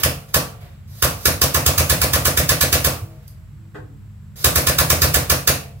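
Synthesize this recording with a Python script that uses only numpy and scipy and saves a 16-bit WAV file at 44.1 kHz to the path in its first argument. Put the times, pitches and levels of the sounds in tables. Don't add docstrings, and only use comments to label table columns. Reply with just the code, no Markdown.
import sys
import numpy as np
from scipy import signal
from scipy.fft import rfft, irfft
from scipy.io import wavfile
from scipy.ndimage import uniform_filter1d

SR = 44100
rng = np.random.default_rng(int(sys.argv[2]) if len(sys.argv) > 2 else 0)


def gain_from_db(level_db):
    decades = np.asarray(level_db, float) / 20
    return 10 ** decades


def master_out(mix):
    frames = np.transpose(np.atleast_2d(mix))
    ceiling = np.clip(frames, -1, 1)
    pcm = np.round(ceiling * 32767).astype(np.int16)
    wavfile.write(sys.argv[1], SR, pcm)


N = 255780


def evened(x):
    return x / np.sqrt(np.mean(x ** 2) + 1e-20)


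def read(points, hz):
    f, value = np.transpose(points)
    return np.interp(np.log(hz + 1), np.log(f + 1), value)


def coloured(points, shape):
    hz = np.fft.rfftfreq(shape[-1], 1 / SR)
    spectrum = rfft(rng.standard_normal(shape)) * gain_from_db(read(points, hz))
    return evened(irfft(spectrum, shape[-1]))


def clicks(s, db):
    train = np.zeros(N)
    at = np.clip(np.round(s * SR).astype(int), 0, N - 1)
    train[at] = gain_from_db(db)
    return train


def ring(modes, rise_s):
    t = np.arange(SR // 2) / SR
    sines = sum(gain_from_db(db - 60 * t / t60) * np.sin(2 * np.pi * hz * t) for hz, db, t60 in modes)
    return sines * (1 - np.exp(-t / rise_s))


# frequency in Hz, level in dB.
FLOOR = [(18, -53.5), (35, -22.5), (95, -6.5), (145, -10), (210, -27), (260, -32.5), (380, -38.5),
         (650, -44), (1400, -41), (3800, -52), (8000, -57.5), (16000, -54.5)]
FLOOR_DB = -41.5
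# frequency in Hz, likeness from -1 to 1.
FLOOR_SAME = [(60, 1), (180, 0.83), (550, 0.77), (1650, 0.085), (4970, 0.28), (15000, -0.27)]
# frequency in Hz, width in Hz, level in dB.
HUM = [(54, 3, -60), (84, 6, -52), (143, 5.4, -48.5), (203.9, 3, -61.5), (7630, 450, -72),
       (13670, 200, -76.5)]


def background():
    hz = np.fft.rfftfreq(N, 1 / SR)
    power = gain_from_db(read(FLOOR, hz)) ** 2
    power *= gain_from_db(FLOOR_DB) ** 2 / power.sum()
    for line_hz, width_hz, db in HUM:
        bump = np.exp(-((hz - line_hz) / width_hz) ** 2)
        power = power + gain_from_db(db) ** 2 * bump / bump.sum()
    same = np.clip(read(FLOOR_SAME, hz), -1, 1)
    a, b = rfft(rng.standard_normal((2, N)))
    left_right = np.array([a, same * a + np.sqrt(1 - same ** 2) * b])
    return irfft(np.sqrt(power * N / 2) * left_right, N)


# frequency in Hz, level in dB rms.
MOTOR = [(53, -50.5), (102, -46), (203.5, -54)]


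def motor():
    t = np.arange(N) / SR
    knots = np.linspace(0, t[-1], 40)
    hum = 0
    for hz, db in MOTOR:
        level_drift, phase_drift = [np.interp(t, knots, d) for d in rng.standard_normal((2, 40))]
        tone = np.sin(2 * np.pi * hz * t + .6 * phase_drift)
        hum = hum + np.sqrt(2) * gain_from_db(db + 1.5 * level_drift) * tone
    return hum


# start in seconds, end in seconds, final level in dB.
CREEPS = [
    (0.873, 1.012, -40.5),
    (1.13, 1.255, -34.5),
    (4.358, 4.434, -32),
    (5.74, 5.804, -61),
]
SWELL_DB_PER_S, CREEP_RUSH_DB = 106.5, -7
# start in seconds, level in dB, seconds to fade by 60 dB, lower rush in dB relative to the hiss.
PUFFS = [
    (0.0, -25.5, 0.1, 2.5),
    (.2, -51, 0.52, 0),
    (.284, -48, .3, 1),
    (.5, -65, 1.7, 14),
    (.608, -55.5, 0.44, 8.5),
    (3.1, -63.5, 1.8, 8),
    (3.224, -64, 0.28, -3),
    (5.62, -61.5, .4, 18),
]
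# frequency in Hz, level in dB.
LEAK_COLOUR = [(2000, -25), (4000, -2), (5500, -1), (8000, -8.5), (12500, -0.5), (14000, -3), (16000, -13)]
# frequency in Hz, level in dB.
RUSH_COLOUR = [(200, -28), (400, -2), (670, -1), (860, -18), (1070, -5.5), (1400, -10), (2000, -8),
               (2700, -12.5), (4200, -16.5), (6000, -26)]


def leak():
    t = np.arange(N) / SR
    hiss, rush = np.zeros((2, N))
    for start, end, db in CREEPS:
        swell = gain_from_db(db - SWELL_DB_PER_S * abs(end - t)) * (t >= start) * (t < end)
        hiss += swell
        rush += swell * gain_from_db(CREEP_RUSH_DB)
    for start, db, t60, rush_db in PUFFS:
        puff = gain_from_db(db - 60 * abs(t - start) / t60) * (t >= start)
        hiss += puff
        rush += puff * gain_from_db(rush_db)
    hiss, rush = uniform_filter1d(np.array([hiss, rush]), 300)
    return hiss * coloured(LEAK_COLOUR, (N,)) + rush * coloured(RUSH_COLOUR, (N,))


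# start in seconds, delay of the knock in ms, heave of the frame in dB.
STROKES = [(0.0332, 26.7, -2), (0.3408, 24.4, -4), (1.0222, 27.8, 2), (1.2542, 28.6, -.5),
           (1.4147, 28.0, -.5), (1.5437, 29.8, 0), (1.6615, 29.3, 3), (1.7789, 29.1, 1.5),
           (1.8963, 29.6, 3.5), (2.0152, 28.8, 2.5), (2.1332, 29.1, 2), (2.2526, 28.3, -2),
           (2.3719, 28.1, 2), (2.4903, 28.2, -.5), (2.6092, 27.9, -1.5), (2.7258, 29.2, 1),
           (2.8446, 28.7, .5), (4.4422, 29.1, 1.5), (4.5562, 29.0, 1), (4.6694, 29.2, 1), (4.7847, 28.8, 2),
           (4.9, 29.6, 1.5), (5.0178, 28.5, 3.5), (5.1413, 27.6, 1.5), (5.297, 26.7, .5),
           (5.4728, 26.9, -2.5)]
BLAST_DB, RESTED_DB, REFILL_S, CARRY = -17, 2.5, 2.16, 0.89


def blast_db():
    s = np.transpose(STROKES)[0]
    refill = 1 - np.exp(-np.diff(s, prepend=s[0]) / REFILL_S)
    return BLAST_DB + RESTED_DB * signal.lfilter([1], [1, -CARRY], refill)


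# frequency in Hz, level in dB.
BLAST = [(150, -19), (400, -0.5), (900, -21.5), (1080, 0.5), (1450, -4), (1760, -4), (2150, -8.5),
         (2450, -6), (3200, -7), (4400, -3), (6200, -4), (7400, -7), (12000, -4.5), (15600, -7),
         (16500, -48)]
SNAP_S = .0022
EASE_S, HURRIED_GAP_S = 0.0047, .14


def blast():
    s, db = np.transpose(STROKES)[0], blast_db()
    hurried = np.diff(s, prepend=-1) < HURRIED_GAP_S
    lead_s = .02
    t = np.arange(SR // 4) / SR - lead_s
    spit = gain_from_db(11.5) * np.exp(-((t - .003) / .003) ** 2)
    jet = np.exp(-(np.maximum(t, 0) / 0.032) ** 11.0)
    flow = 0
    for some, open_s, spit_db in (hurried, EASE_S, -1.5), (~hurried, SNAP_S, -.2):
        opening = 1 / (1 + np.exp(-(t - .001) / open_s))
        puff = (gain_from_db(spit_db) * spit + jet) * opening
        flow = flow + signal.oaconvolve(clicks(s[some] - lead_s, db[some] - 1), puff)[:N]
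    flutter = gain_from_db(2.0 * evened(uniform_filter1d(rng.standard_normal(N), 60)))
    return flow * flutter * coloured(BLAST, (N,))


# frequency in Hz, level in dB, seconds to fade by 60 dB.
BODY = [(715, -35, 0.48), (1066, -36.5, 0.16), (1063, -27, 0.16), (1149, -33, 0.43), (1196, -37.5, 0.46),
        (1353, -32, 0.13), (1466, -23.5, 0.055), (1570, -45.5, 0.092), (1711, -24, 0.067),
        (1730, -23.5, 0.12), (1867, -37, 0.076), (2268, -36.5, 0.3), (2375, -33.5, 0.2), (2624, -32, 0.3)]


def body():
    s, db = np.transpose(STROKES)[0], blast_db()
    rung = 0
    for mode in BODY:
        late, louder = rng.standard_normal((2, len(s)))
        blows = clicks(s + 0.00297 + .0006 * late, db + 21.0 + 2.4 * louder)
        rung = rung + signal.oaconvolve(blows, ring([mode], 0.00067))[:N]
    return rung


LAND_DB, USUAL_LAG_MS, LAND_DB_PER_MS = -1.04, 28.6, -0.4


def landing_db():
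    return LAND_DB + LAND_DB_PER_MS * (np.transpose(STROKES)[1] - USUAL_LAG_MS)


# frequency in Hz, level in dB, seconds to fade by 60 dB.
THUMP = [(83.6, -15, .22)]
# frequency in Hz, level in dB, seconds to fade by 60 dB.
SWING = [(56, -25.5, .27), (64.6, -24.5, .4)]
# frequency in Hz, level in dB, seconds to fade by 60 dB.
BOUNCE = [(135, -19.5, .33), (159, -24.5, .16)]
# frequency in Hz, level in dB.
BOOM = [(40, -37.5), (65, -13), (82, 2), (100, -4.5), (136, -4.5), (165, -0.5), (200, -34)]


def thump():
    (s, lag_ms, db), knock_db = np.transpose(STROKES), landing_db()
    heave_s, ahead_s, rise_s = .003, .0058, .0008
    heave = signal.oaconvolve(clicks(s + heave_s, db), ring(THUMP, rise_s) - ring(SWING, rise_s))
    spring = signal.oaconvolve(clicks(s + lag_ms / 1000 - ahead_s, knock_db), ring(BOUNCE, rise_s))
    t = np.arange(SR // 2) / SR
    linger = gain_from_db(-17 - 60 * t / 0.45) * (1 - np.exp(-(t / 0.054) ** 2))
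    power = signal.oaconvolve(clicks(s, db) ** 2, linger ** 2)[:N]
    return (heave + spring)[:N] + np.sqrt(abs(power)) * coloured(BOOM, (N,))


# frequency in Hz, level in dB, seconds to fade by 60 dB.
FRAME = [(203.8, -40.5, 0.69), (239, -30, 0.3), (269.5, -27.5, 0.32), (314.7, -29, 0.3), (356.3, -28, 0.16),
         (447.3, -38, 0.7), (490.5, -31, 0.37), (554, -38.5, 0.68), (637, -55.5, 1.37), (683, -38, 0.72),
         (767, -36, 0.56), (895, -86.5, 0.21)]
# delay in ms, share of the knock.
ECHOES = [(5.7, 0.36), (10.5, 0.62), (18.5, 0.43), (22.4, 0.1), (28, 0.18), (38, 0.15), (47.5, 0.062),
          (52.3, 0.23), (59.3, 0.29)]
KNOCK_HZ, KNOCK_DB, KNOCK_MS = 565, -13, 1.75


def knock():
    (s, lag_ms, _), db = np.transpose(STROKES), landing_db()
    ms = np.arange(SR // 2) * 1000 / SR
    bursts = 0
    for delay_ms, share in [(0.014, 0.94)] + ECHOES:
        u = ms - delay_ms - 2
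        cycles = np.cos(2 * np.pi * KNOCK_HZ * u / 1000) * np.exp(-(u / KNOCK_MS) ** 2 / 2)
        bursts = bursts - share * cycles
    blow = gain_from_db(KNOCK_DB) * bursts + ring(FRAME, 0.0016)
    return signal.oaconvolve(clicks(s + lag_ms / 1000, db), blow)[:N]


# start in seconds, frequency in Hz, level in dB, length in seconds.
SETTLING = [(.48, 711, -55, 0.24), (.55, 80, -42, .46), (4.16, 84, -40, .27), (2.963, 328, -48.5, 0.23),
            (3.013, 100, -21, 0.036), (3.05, 895, -66, 0.24), (3.06, 634, -53, 0.17),
            (3.11, 484, -57, 0.15), (3.25, 640, -65, 0.24), (3.512, 327, -57.5, 0.28),
            (3.852, 275.4, -49.5, 0.14), (5.6, 690, -51, 0.18)]


def settling():
    t = np.arange(N) / SR
    tones = 0
    for s, hz, db, length_s in SETTLING:
        swell = np.sin(np.pi * np.clip((t - s) / length_s, 0, 1)) ** 0.51
        tones = tones + gain_from_db(db) * np.sin(2 * np.pi * hz * t) * swell
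    return tones


# time in seconds, level in dB.
TICKS = [
    (.612, -47),
    (3.182, -59),
    (3.226, -52),
    (3.274, -44),
    (3.279, -31),
]


def ticks():
    s, db = np.transpose(TICKS)
    fade = np.exp(-np.arange(400) / SR / 0.0017)
    bright = evened(np.gradient(coloured(LEAK_COLOUR, (N,))))
    return signal.oaconvolve(clicks(s, db), fade)[:N] * bright


# start in seconds, level in dB, length in seconds.
THUD = (3.746, -34, 0.0072)
# frequency in Hz, level in dB.
THUD_COLOUR = [(120, -31.5), (200, -7.5), (488, -7), (839, -15), (1310, -11), (1420, -11), (3300, -32),
               (3930, -38), (9000, -47), (11700, -74), (19800, -120)]
# frequency in Hz, level in dB, seconds to fade by 60 dB.
THUD_MODES = [(307, -41, 0.72), (366, -50, 0.4), (503, -43, 0.24), (740, -47, 0.46), (1250, -46, .3),
              (1580, -62, .2)]


def thud():
    s, db, length_s = THUD
    t = np.maximum(np.arange(N) / SR - s, 0)
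    puff = gain_from_db(db) * (t > 0) * np.exp(-t / length_s) * coloured(THUD_COLOUR, (N,))
    hollow = signal.oaconvolve(clicks(np.array([s]), 0), ring(THUD_MODES, 0.0037))[:N]
    return puff, hollow


def floor_dip(x):
    dip_hz, width_hz, share = 890, 200, .75
    b, a = signal.iirpeak(dip_hz, dip_hz / width_hz, SR)
    return x - share * signal.lfilter(b, a, x)


# frequency in Hz, left minus right in dB.
BALANCE_DB = [(60, -2.5), (180, 0), (550, -2), (1650, -4.5), (4970, 6.5), (15000, -19)]
LEFT_LAG = 5


def placed(x):
    hz = np.fft.rfftfreq(N, 1 / SR)
    half = gain_from_db(read(BALANCE_DB, hz) / 2)
    later = np.exp(-2j * np.pi * hz * LEFT_LAG / SR)
    return irfft(rfft(x) * np.array([half * later, 1 / half]), N)


def scattered(x, count=40, span_s=.007):
    taps = np.zeros((2, SR // 50))
    at = rng.uniform(.05, 1, (2, count)) * span_s
    bounces = rng.choice([-1., 1.], at.shape) * np.exp(-at / 0.004)
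    np.put_along_axis(taps, (at * SR).astype(int), bounces, 1)
    taps /= np.linalg.norm(taps, axis=1)[:, None]
    treble = signal.sosfilt(signal.butter(2, 1900, "high", fs=SR, output="sos"), x)
    return signal.oaconvolve(treble[None], taps, axes=1)[:, :N]


# frequency in Hz, seconds to fade by 60 dB.
AIR_T60 = [(300, 0.52), (1000, 0.24), (2700, 0.36), (5000, 0.31), (9000, 0.3), (15000, 0.26)]


def diffuse(x, gap_s=.006):
    hz, t, z = signal.stft(x, SR, nperseg=256, noverlap=192)
    keep = gain_from_db(-120 * t[1] / read(AIR_T60, hz))
    fed = uniform_filter1d(abs(z) ** 2, 3, 0)
    power = np.array([signal.lfilter([1 - k], [1, -k], p) for k, p in zip(keep, fed)])
    a, b = rng.standard_normal((2, 2) + power.shape)
    tail = signal.istft(np.sqrt(2 * power) * (a + 1j * b), SR, nperseg=256, noverlap=192)[1]
    return np.pad(tail, ((0, 0), (int(gap_s * SR), 0)))[:, :N]


# frequency in Hz, seconds to fade by 60 dB.
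GARAGE = [(200, 0.54), (700, 0.42), (2000, 0.27), (6000, .35)]


def garage(x, gap_s=0.004026):
    taps = np.zeros((2, SR))
    at = np.arange(int(gap_s * SR), SR - 20, 20)
    at = at + rng.integers(0, 20, (2, len(at)))
    np.put_along_axis(taps, at, rng.choice([-1., 1.], at.shape), 1)
    hz, t, z = signal.stft(taps, SR, nperseg=256)
    fade = gain_from_db(-60 * t / read(GARAGE, hz)[:, None])
    tail = signal.istft(z * fade, SR, nperseg=256)[1]
    return signal.fftconvolve(x[None], tail / np.linalg.norm(tail[0]), axes=1)[:, :N]


def scene():
    air = floor_dip(blast() + body())
    seep = leak() + ticks()
    steel = floor_dip(thump() + knock())
    far, hollow = thud()
    above_bass = signal.sosfilt(signal.butter(2, 400, "high", fs=SR, output="sos"), steel)
    direct = placed(gain_from_db(-4.7) * air + gain_from_db(-8.7) * seep + steel + settling())
    direct = direct + gain_from_db(-4) * far + hollow
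    early = scattered(gain_from_db(-4.3) * air + gain_from_db(-5.5) * seep) * gain_from_db([[-1.5], [1.5]])
    air_tail = diffuse(gain_from_db(-2.5) * air + gain_from_db(-3.5) * seep)
    knock_tail = garage(gain_from_db(-14.0) * above_bass + gain_from_db(9.5) * far)
    return direct + early + air_tail + knock_tail + background() + motor()


def band_limit(x):
    return signal.sosfilt(signal.butter(12, 16820, fs=SR, output="sos"), x)


def record(dry):
    thin = signal.sosfilt(signal.butter(4, 42, "high", fs=SR, output="sos"), dry)
    limited = thin / (1 + (thin / .84) ** 4) ** .25
    edge = signal.firwin(601, 15900, window=("kaiser", 5), fs=SR)
    mix = signal.oaconvolve(limited, edge[None], "same", axes=1)
    return band_limit(mix)


dry = scene()
out = record(dry)
master_out(out)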